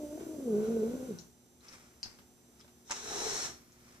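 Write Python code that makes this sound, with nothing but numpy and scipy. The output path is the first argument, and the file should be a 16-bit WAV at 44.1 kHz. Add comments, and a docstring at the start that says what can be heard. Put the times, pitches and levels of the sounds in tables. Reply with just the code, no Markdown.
"""On a window sill in a small room, a cat growls at another cat outside, shifts, then spits and hisses.
The growl is vocal-fold vibration with two strong harmonics, clean or ragged by turns. The spit is a
volley of pops as the tongue lets go; the hiss is turbulent air rushing through the open mouth.
Claws tick, paws bump and fur brushes a cushion, over room hiss, mains hum and a faint electronic whine."""
import sys
import numpy as np
from scipy import signal
from scipy.fft import rfft, irfft
from scipy.io import wavfile

SR = 44100
rng = np.random.default_rng(int(sys.argv[2]) if len(sys.argv) > 2 else 0)


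def persist_wave(psi):
    """Save psi, clipped to +-1, as 16-bit WAV."""
    counts = np.round(np.clip(psi, -1, 1) * 32767).astype(np.int16)
    wavfile.write(sys.argv[1], SR, np.atleast_2d(counts).T)


N = 176400
T = np.arange(N) / SR

# stereo coherence of airy sounds: frequency_hz, coherence
AIR_COHERENCE = [(100, 1), (800, 1), (1100, 1), (2600, .15), (4000, 0.44), (4500, 1), (5400, 0.57),
                 (6400, 0.29), (8000, .35), (14000, .15)]
# their level difference: frequency_hz, left_minus_right_db
AIR_BALANCE = [(100, 0), (400, -1), (800, 3.5), (1400, 4.5), (2400, 0), (4200, -1), (5600, 4), (7500, -4),
               (9000, 0), (10500, -8.5), (14000, -8)]
# their phase difference: frequency_hz, left_lead_rad
AIR_LEAD = [(850, -0.36), (1300, -1.7), (2400, -2.3), (3500, 0.6), (4500, -0.96), (5600, -1.9),
            (6800, -2.5), (8000, -2.5), (9000, -2.5)]
# stereo coherence of room hiss and growl rasp: frequency_hz, coherence
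DIFFUSE_COHERENCE = [(30, 0.77), (300, 0.81), (1000, 0.17), (3000, 0.067), (14000, 0.033)]


def growl():
    """Vocal folds oscillate behind a closed mouth; jitter, shimmer and throbbing make the tone rough."""
    # vibration rate of the folds: time_s, pitch_hz
    pitch = [(0, 303.2), (.1, 293.1), (.17, 312.7), (.22, 336.8), (.3, 316), (.36, 305), (.39, 277.4),
             (.44, 266.4), (.47, 240.7), (.5, 222.2), (.545, 203.7), (.6, 214.4), (.65, 216), (.72, 231.5),
             (.77, 225), (.82, 215.3), (.87, 227.1), (.91, 244.4), (.95, 256.3), (1.05, 261.3),
             (1.09, 243.3), (1.115, 204.6), (1.135, 172.9)]
    # irregularity of the cycles: time_s, roughness (0 to 1)
    roughness = [(0, .2), (.15, .24), (.22, .9), (.29, .4), (.41, .55), (.47, .2), (.53, .14), (.6, .19),
                 (.72, .17), (.86, .18), (.95, .5), (1.04, .35), (1.11, .25), (1.14, .5)]
    # strength of the voice: time_s, fundamental_db, second_harmonic_db
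    effort = [(0, -43, -48.5), (.045, -41, -45), (.085, -56, -50.5), (.12, -49, -45), (.145, -42, -50),
              (.18, -48, -54), (.215, -41.5, -68), (.25, -50, -55), (.28, -39.5, -54), (.35, -47, -52.5),
              (.4, -41, -51.5), (.44, -40.5, -52.5), (.48, -36, -36), (.53, -33, -31.5), (.59, -35, -32),
              (.625, -38, -36), (.66, -48, -35), (.69, -32, -34.5), (.745, -36, -37.5), (.77, -39, -30),
              (.79, -33.5, -40.5), (.82, -38, -31), (.885, -34, -39.5), (.915, -43.5, -43.5),
              (.945, -35, -49), (.97, -47.5, -51.5), (1.02, -41.5, -43.5), (1.055, -47, -44.5),
              (1.075, -44, -50.5), (1.11, -40, -41), (1.135, -47.5, -57.5)]
    # weak upper partials: harmonic_number, level_db (relative to the second harmonic)
    overtones = [(3, -22), (4, -35.5), (5, -61), (7, -44)]
    # air in the voice: frequency_hz, density_db
    rasp_spectrum = [(60, -30), (120, -29), (170, -19), (290, -11), (385, 6.5), (520, 3), (720, -11),
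                     (860, -22), (1200, -17), (1700, -42), (4000, -44)]
    # breath through the nose: time_s, level_db
    nose_level = [(0, -75), (.17, -65.5), (.22, -59), (.33, -70), (.46, -72), (.56, -58.5), (.66, -53.5),
                  (.78, -58), (.9, -58), (1.05, -60), (1.18, -62.5), (1.25, -69), (1.32, -120)]
    # its spectrum: frequency_hz, density_db
    nose_spectrum = [(500, 1), (1050, -1.5), (1300, -4), (1490, 5.5), (1680, -9), (1900, -9), (2300, -6),
                     (3300, -13.5), (3900, -7), (4800, -18), (5450, -7.5), (7300, -13), (10000, -24),
                     (14500, -35)]
    jitter, shimmer, shimmer_hz = .045, 0.84, 73
    throb_hz, throb_depth, release_db_per_s = 52.24, 0.93, 183
    rough = np.clip(curve(roughness), 0, 1)
    phase = running_phase(curve(pitch) * (1 + jitter * rough * wander(hz=110)))
    throb_phase = running_phase(throb_hz * (1 + 0.288 * wander(hz=24.9)))
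    throb = 1 + throb_depth * rough * np.sin(throb_phase)
    gate = throb * amp(-release_db_per_s * np.maximum(T - effort[-1][0], 0))
    first, second = amp(curve(effort)), amp(curve(effort, column=2))
    harmonics = [(1, first), (2, second)] + [(round(k), second * amp(db)) for k, db in overtones]
    shared_flutter, voice = wander(shimmer_hz), np.zeros(N)
    for k, level in harmonics:
        # complex flutter disturbs both amplitude and phase
        flutter = 0.6 * shared_flutter + 0.67 * (wander(shimmer_hz) + 1j * wander(shimmer_hz))
        modulation = 1 - rough ** 2 / 2 + shimmer * rough * flutter
        voice += level * (np.exp(1j * k * phase) * modulation).imag
    rasp_gain = amp(-9) * np.hypot(first, second) * gate * (0.36 + rough)
    rasp = noise(rasp_spectrum, DIFFUSE_COHERENCE) * rasp_gain
    breath = noise(nose_spectrum) * amp(curve(nose_level)) * (1 + 0.25 * np.cos(phase))
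    return room(gate * np.sqrt(2) * voice * amp([[.2], [-.1]]) + rasp + breath, wet_db=-11)


def hiss():
    """Turbulent airflow excites resonances of the throat and open mouth; the throat band flutters."""
    # relative levels of three noise bands: time_s, treble_db, throat_db, middle_db
    levels = [(2.84, -77, -73, -82), (2.88, -56, -74, -69), (2.905, -52.5, -79, -50), (2.93, -50, -54, -61),
              (2.965, -44.5, -61, -48.5), (3.02, -48.5, -61, -53.5), (3.065, -45, -48, -49),
              (3.15, -40.5, -43.5, -46), (3.29, -38, -40, -44), (3.32, -38, -44.5, -44.5),
              (3.455, -38.5, -53, -44.5), (3.51, -52, -59.5, -55), (3.56, -61, -71, -68),
              (3.62, -81, -92, -93)]
    # spectra of those bands: frequency_hz, density_db
    treble_spectrum = [(2500, -32), (3300, -15.5), (4700, -11.5), (5100, -6), (5380, 4), (5800, 4),
                       (6150, 1), (6600, 0.5), (7100, -3.5), (8100, -4.5), (8800, -11.5), (10000, -18),
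                       (12300, -22.5), (14500, -50)]
    throat_spectrum = [(70, -71), (170, -15.5), (290, -6.5), (400, 2.5), (460, -2), (570, -5.5),
                       (740, -3.5), (870, -2.5), (960, -17), (1500, -34)]
    middle_spectrum = [(600, -5), (1000, -1), (1500, 2), (1900, -0.5), (2300, -3.5), (3100, -5.5),
                       (4000, -2.5), (6000, -26)]
    # mouth resonance, rising as the lips draw back: time_s, centre_hz
    formant = [(2.87, 3750), (3.0, 3850), (3.25, 4050), (3.46, 4250)]
    throat_hz = 446.5
    mouth, hum = noise([(1000, 0), (10000, 0)]), noise(throat_spectrum)
    for _ in range(2):  # two passes steepen the resonances
        mouth = resonate(mouth, curve(formant), width_hz=520)
        hum = resonate(hum, np.full(N, throat_hz), width_hz=70)
    treble = (noise(treble_spectrum) + amp(-11) * unit(mouth)) * amp(curve(levels) + 1)
    throat = noise(throat_spectrum) + amp(-3.5) * unit(hum)
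    throat *= amp(curve(levels, column=2) - 1.5 + 1.3 * wander(hz=59.1))
    middle = noise(middle_spectrum) * amp(curve(levels, column=3) + 1.5)
    return room((treble + throat + middle) * amp(-2 + 0.34 * wander(hz=150)), wet_db=-5.5)


def spit():
    """Plosive release: the tongue lets go in a volley of wet pops, each a low puff and a bright spray."""
    # the pops: start_s, puff_db, spray_db
    volley = [(2.898, -37.5, -39), (2.907, -28.5, -38), (2.9104, -37, -21), (2.9135, -35.5, -25.5),
              (2.915, -54, -25.5), (2.9204, -28, -23.5)]
    # spectra of their two parts: frequency_hz, density_db
    puff_spectrum = [(100, -40), (330, -9), (600, -11), (900, 11.5), (1150, -3.5), (1550, 2), (2100, -20),
                     (4000, -6), (9000, -47)]
    spray_spectrum = [(800, -21.5), (2400, -0.5), (3700, -15.5), (4500, -17), (5200, 3.5), (6500, -0.5),
                      (7300, -1.5), (7800, -5), (8400, -22), (11000, -35), (15000, -40)]
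    puff = sum(amp(db) * burst(start, decay_s=0.0026) for start, db, _ in volley)
    spray = sum(amp(db) * burst(start, decay_s=0.0013) for start, _, db in volley)
    # saturation evens out the noise peaks, so each pop is dense
    pops = puff * np.tanh(noise(puff_spectrum)) + spray * np.tanh(noise(spray_spectrum))
    lowpass = signal.butter(4, 10700, fs=SR, output="sos")
    return room(signal.sosfilt(lowpass, pops), wet_db=-3)


def claw_ticks():
    """Stick and slip: a claw catches and lets go, giving a few bright, gritty cycles."""
    # the ticks: centre_s, level_db, ring_hz
    ticks = [(1.1878, -37.5, 5800), (1.197, -46, 6455), (1.2115, -50, 6340), (1.608, -54.5, 4000),
             (1.681, -55.5, 3600), (1.685, -43, 5600), (1.728, -45.5, 5400), (2.031, -25, 4820),
             (2.037, -50, 5500), (2.046, -44, 4460), (2.056, -40.5, 5430), (2.597, -55, 5100),
             (2.605, -54, 5050), (2.612, -51.5, 3550), (3.722, -53, 6500)]
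    # their grit: frequency_hz, density_db
    grit_spectrum = [(1000, -22), (3400, -7.5), (4200, -3), (6400, 2.5), (7800, -12.5), (9500, -27.5),
                     (14500, -26)]
    width_s = 0.00051
    grit = 0.48 * noise(grit_spectrum)[0]
    out = np.zeros(N)
    for centre, db, hz in ticks:
        gaussian = np.exp(-np.minimum(((T - centre) / width_s) ** 2, 50))
        out += amp(db) * gaussian * (np.sin(2 * np.pi * hz * (T - centre)) + grit)
    return room(out * amp([[2], [-2.5]]), wet_db=1)


def paws_and_fur():
    """Damped impacts of paws on the sill, and friction noise of fur on the cushion."""
    # soft impacts: start_s, level_db
    impacts = [(0.198, -52.5), (2.032, -55.5), (2.042, -55), (2.058, -48), (2.188, -51.5), (2.611, -72),
               (2.646, -57), (2.679, -56.5)]
    # rustle as the cat shifts: time_s, relative_level_db
    rustle_level = [(1.58, -95.5), (1.64, -63.5), (1.69, -62), (1.745, -57.5), (1.79, -63), (1.86, -65.5),
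                    (1.97, -74.5), (2.02, -73), (2.1, -63.5), (2.2, -72.5), (2.32, -87), (2.56, -78),
                    (2.61, -64), (2.66, -84), (2.76, -80), (3.5, -66), (3.6, -69.5), (3.68, -72.5),
                    (3.8, -69.5), (3.88, -64.5), (3.96, -64.5), (4, -69.5)]
    # spectra of impact and rustle: frequency_hz, density_db
    paw_spectrum = [(80, 2), (180, 4), (400, -10), (700, -1.5), (1000, -5), (1500, -5.5), (2100, -6.5),
                    (2700, -10.5), (4000, -12), (9000, -21)]
    fur_spectrum = [(200, 3.5), (850, -2), (1300, 6), (1550, 2), (1950, 2.5), (2400, 3), (2750, -3.5),
                    (3600, -4), (4800, -3.5), (5400, 3), (6700, -2), (8200, -3), (9500, -9), (14500, -20)]
    bumps = noise(paw_spectrum) * sum(amp(db) * burst(start, decay_s=0.0067) for start, db in impacts)
    return room(bumps, wet_db=0) + noise(fur_spectrum) * amp(curve(rustle_level) + 3 + wander(hz=118.9))


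def background():
    """Broadband room hiss and the line spectra of mains hum and electronic whine swell and sink as one."""
    # room hiss: frequency_hz, density_db
    air_spectrum = [(20, 6), (45, -9), (65, 28), (100, 17), (170, 20.5), (250, 23), (400, 13.5), (750, 11),
                    (1200, 4.5), (2500, 1.5), (4500, 1.5), (6500, 4.5), (10000, 0), (14500, 2)]
    # envelope common to all three: time_s, level_db
    level = [(0, -53.5), (1.09, -53.5), (1.36, -64), (2.0, -62.5), (2.86, -62.5), (3.1, -55.5),
             (3.52, -57.5), (3.68, -62), (4, -61)]
    # mains hum: frequency_hz, relative_level_db
    hum_lines = [(62, -17), (120, -14), (241, -7.5), (360, -11.5)]
    # whine: harmonic_number, relative_level_db
    whine_lines = [(4, -14), (5, -16), (6, -19.5), (7, -22.5), (8, -26), (9, -57)]
    whine_hz, whine_end_s = 1512.7, 2.92
    hum = sum(amp(db) * np.sin(2 * np.pi * hz * T + 0.53 * wander(hz=1.3)) for hz, db in hum_lines)
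    whine = np.zeros(N)
    for k, db in whine_lines:
        phase = 2 * np.pi * (round(k) * whine_hz * T + rng.random())
        whine += amp(db) * np.sin(phase + 0.81 * wander(hz=30.8))
    whine = whine * np.clip((whine_end_s - T) / .05, 0, 1) * amp([[-1], [1]])
    air = noise(air_spectrum, DIFFUSE_COHERENCE,
                balance=[(100, 0.92), (2000, -1.4), (12000, -6.4)], lead=[(1000, 0)])
    return amp(curve(level)) * (amp(-1.5) * air + np.sqrt(2) * (hum + whine))


def room(x, wet_db):
    """Reverberation: dense reflections, strongest early, with each band decaying at its own rate."""
    # reverberation time: frequency_hz, t60_s
    decay_times = [(200, 0.54), (1000, 0.34), (5000, 0.33), (12000, 0.27)]
    size, early_s, early_gain = SR // 2, 0.013, 2.4
    reflections = rng.choice([-1., 1.], (2, size)) * (rng.random((2, size)) < .15)
    hz, t, bands = signal.stft(reflections, SR, nperseg=256)
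    decay = amp(-60 * t / spectrum_at(decay_times, hz)[:, None])
    tail = signal.istft(bands * decay, SR, nperseg=256)[1][:, :size]
    tail *= (T[:size] > .003) * (1 + early_gain * np.exp(-T[:size] / early_s))
    return x + amp(wet_db) * signal.fftconvolve(x, tail / np.linalg.norm(tail[0]), axes=1)[:, :N]


def noise(spectrum, coherence=AIR_COHERENCE, balance=AIR_BALANCE, lead=AIR_LEAD):
    """Partially coherent stereo noise of rms 1, with level and phase differences between the sides."""
    hz = np.fft.rfftfreq(N, 1 / SR)
    common, independent = rfft(rng.standard_normal((2, N)))
    likeness = np.clip(spectrum_at(coherence, hz), -1, 1)
    tilt = amp(spectrum_at(balance, hz) / 2) * np.exp(.5j * spectrum_at(lead, hz))
    left = common * tilt
    right = (likeness * common + np.sqrt(1 - likeness ** 2) * independent) / tilt
    return unit(irfft(np.array([left, right]) * amp(spectrum_at(spectrum, hz)), N))


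def resonate(x, hz, width_hz):
    """A damped resonator whose centre frequency follows the curve hz."""
    carrier = np.exp(1j * running_phase(hz))
    pole = np.exp(-np.pi * width_hz / SR)
    return 2 * (carrier * signal.lfilter([1 - pole], [1, -pole], x / carrier)).real


def burst(start_s, decay_s):
    """Sudden onset, exponential decay."""
    return (T >= start_s) * np.exp(-np.clip((T - start_s) / decay_s, 0, 50))


def wander(hz):
    """Random fluctuation of rms 1, low-passed at hz."""
    f = np.fft.rfftfreq(N, 1 / SR)
    return unit(irfft(rfft(rng.standard_normal(N)) / (1 + (f / hz) ** 4), N))


def running_phase(hz):
    """Phase in radians as the integral of frequency."""
    return 2 * np.pi * np.cumsum(hz) / SR


def curve(rows, column=1):
    """One column of a time table, interpolated at every sample."""
    rows = np.array(rows)
    return np.interp(T, rows[:, 0], rows[:, column])


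def spectrum_at(points, hz):
    """A frequency table, interpolated on a logarithmic axis."""
    f, value = np.transpose(points)
    return np.interp(np.log(hz + 1), np.log(f + 1), value)


def amp(db):
    """Decibels to amplitude ratio."""
    return 10 ** (np.asarray(db) / 20)


def unit(x):
    """Normalises to rms 1."""
    return x / np.sqrt(np.mean(x ** 2) + 1e-20)


def scene():
    """Superposition of all sources in the room."""
    return growl() + hiss() + spit() + claw_ticks() + paws_and_fur() + background()


def record(dry):
    """Band limiting: a steep linear-phase low-pass removes the highest treble."""
    cutoff_hz = 14580
    lowpass = signal.firwin(511, cutoff_hz, window=("kaiser", 9), fs=SR)
    return signal.oaconvolve(dry, lowpass[None], "same")


dry = scene()
out = record(dry)
persist_wave(out)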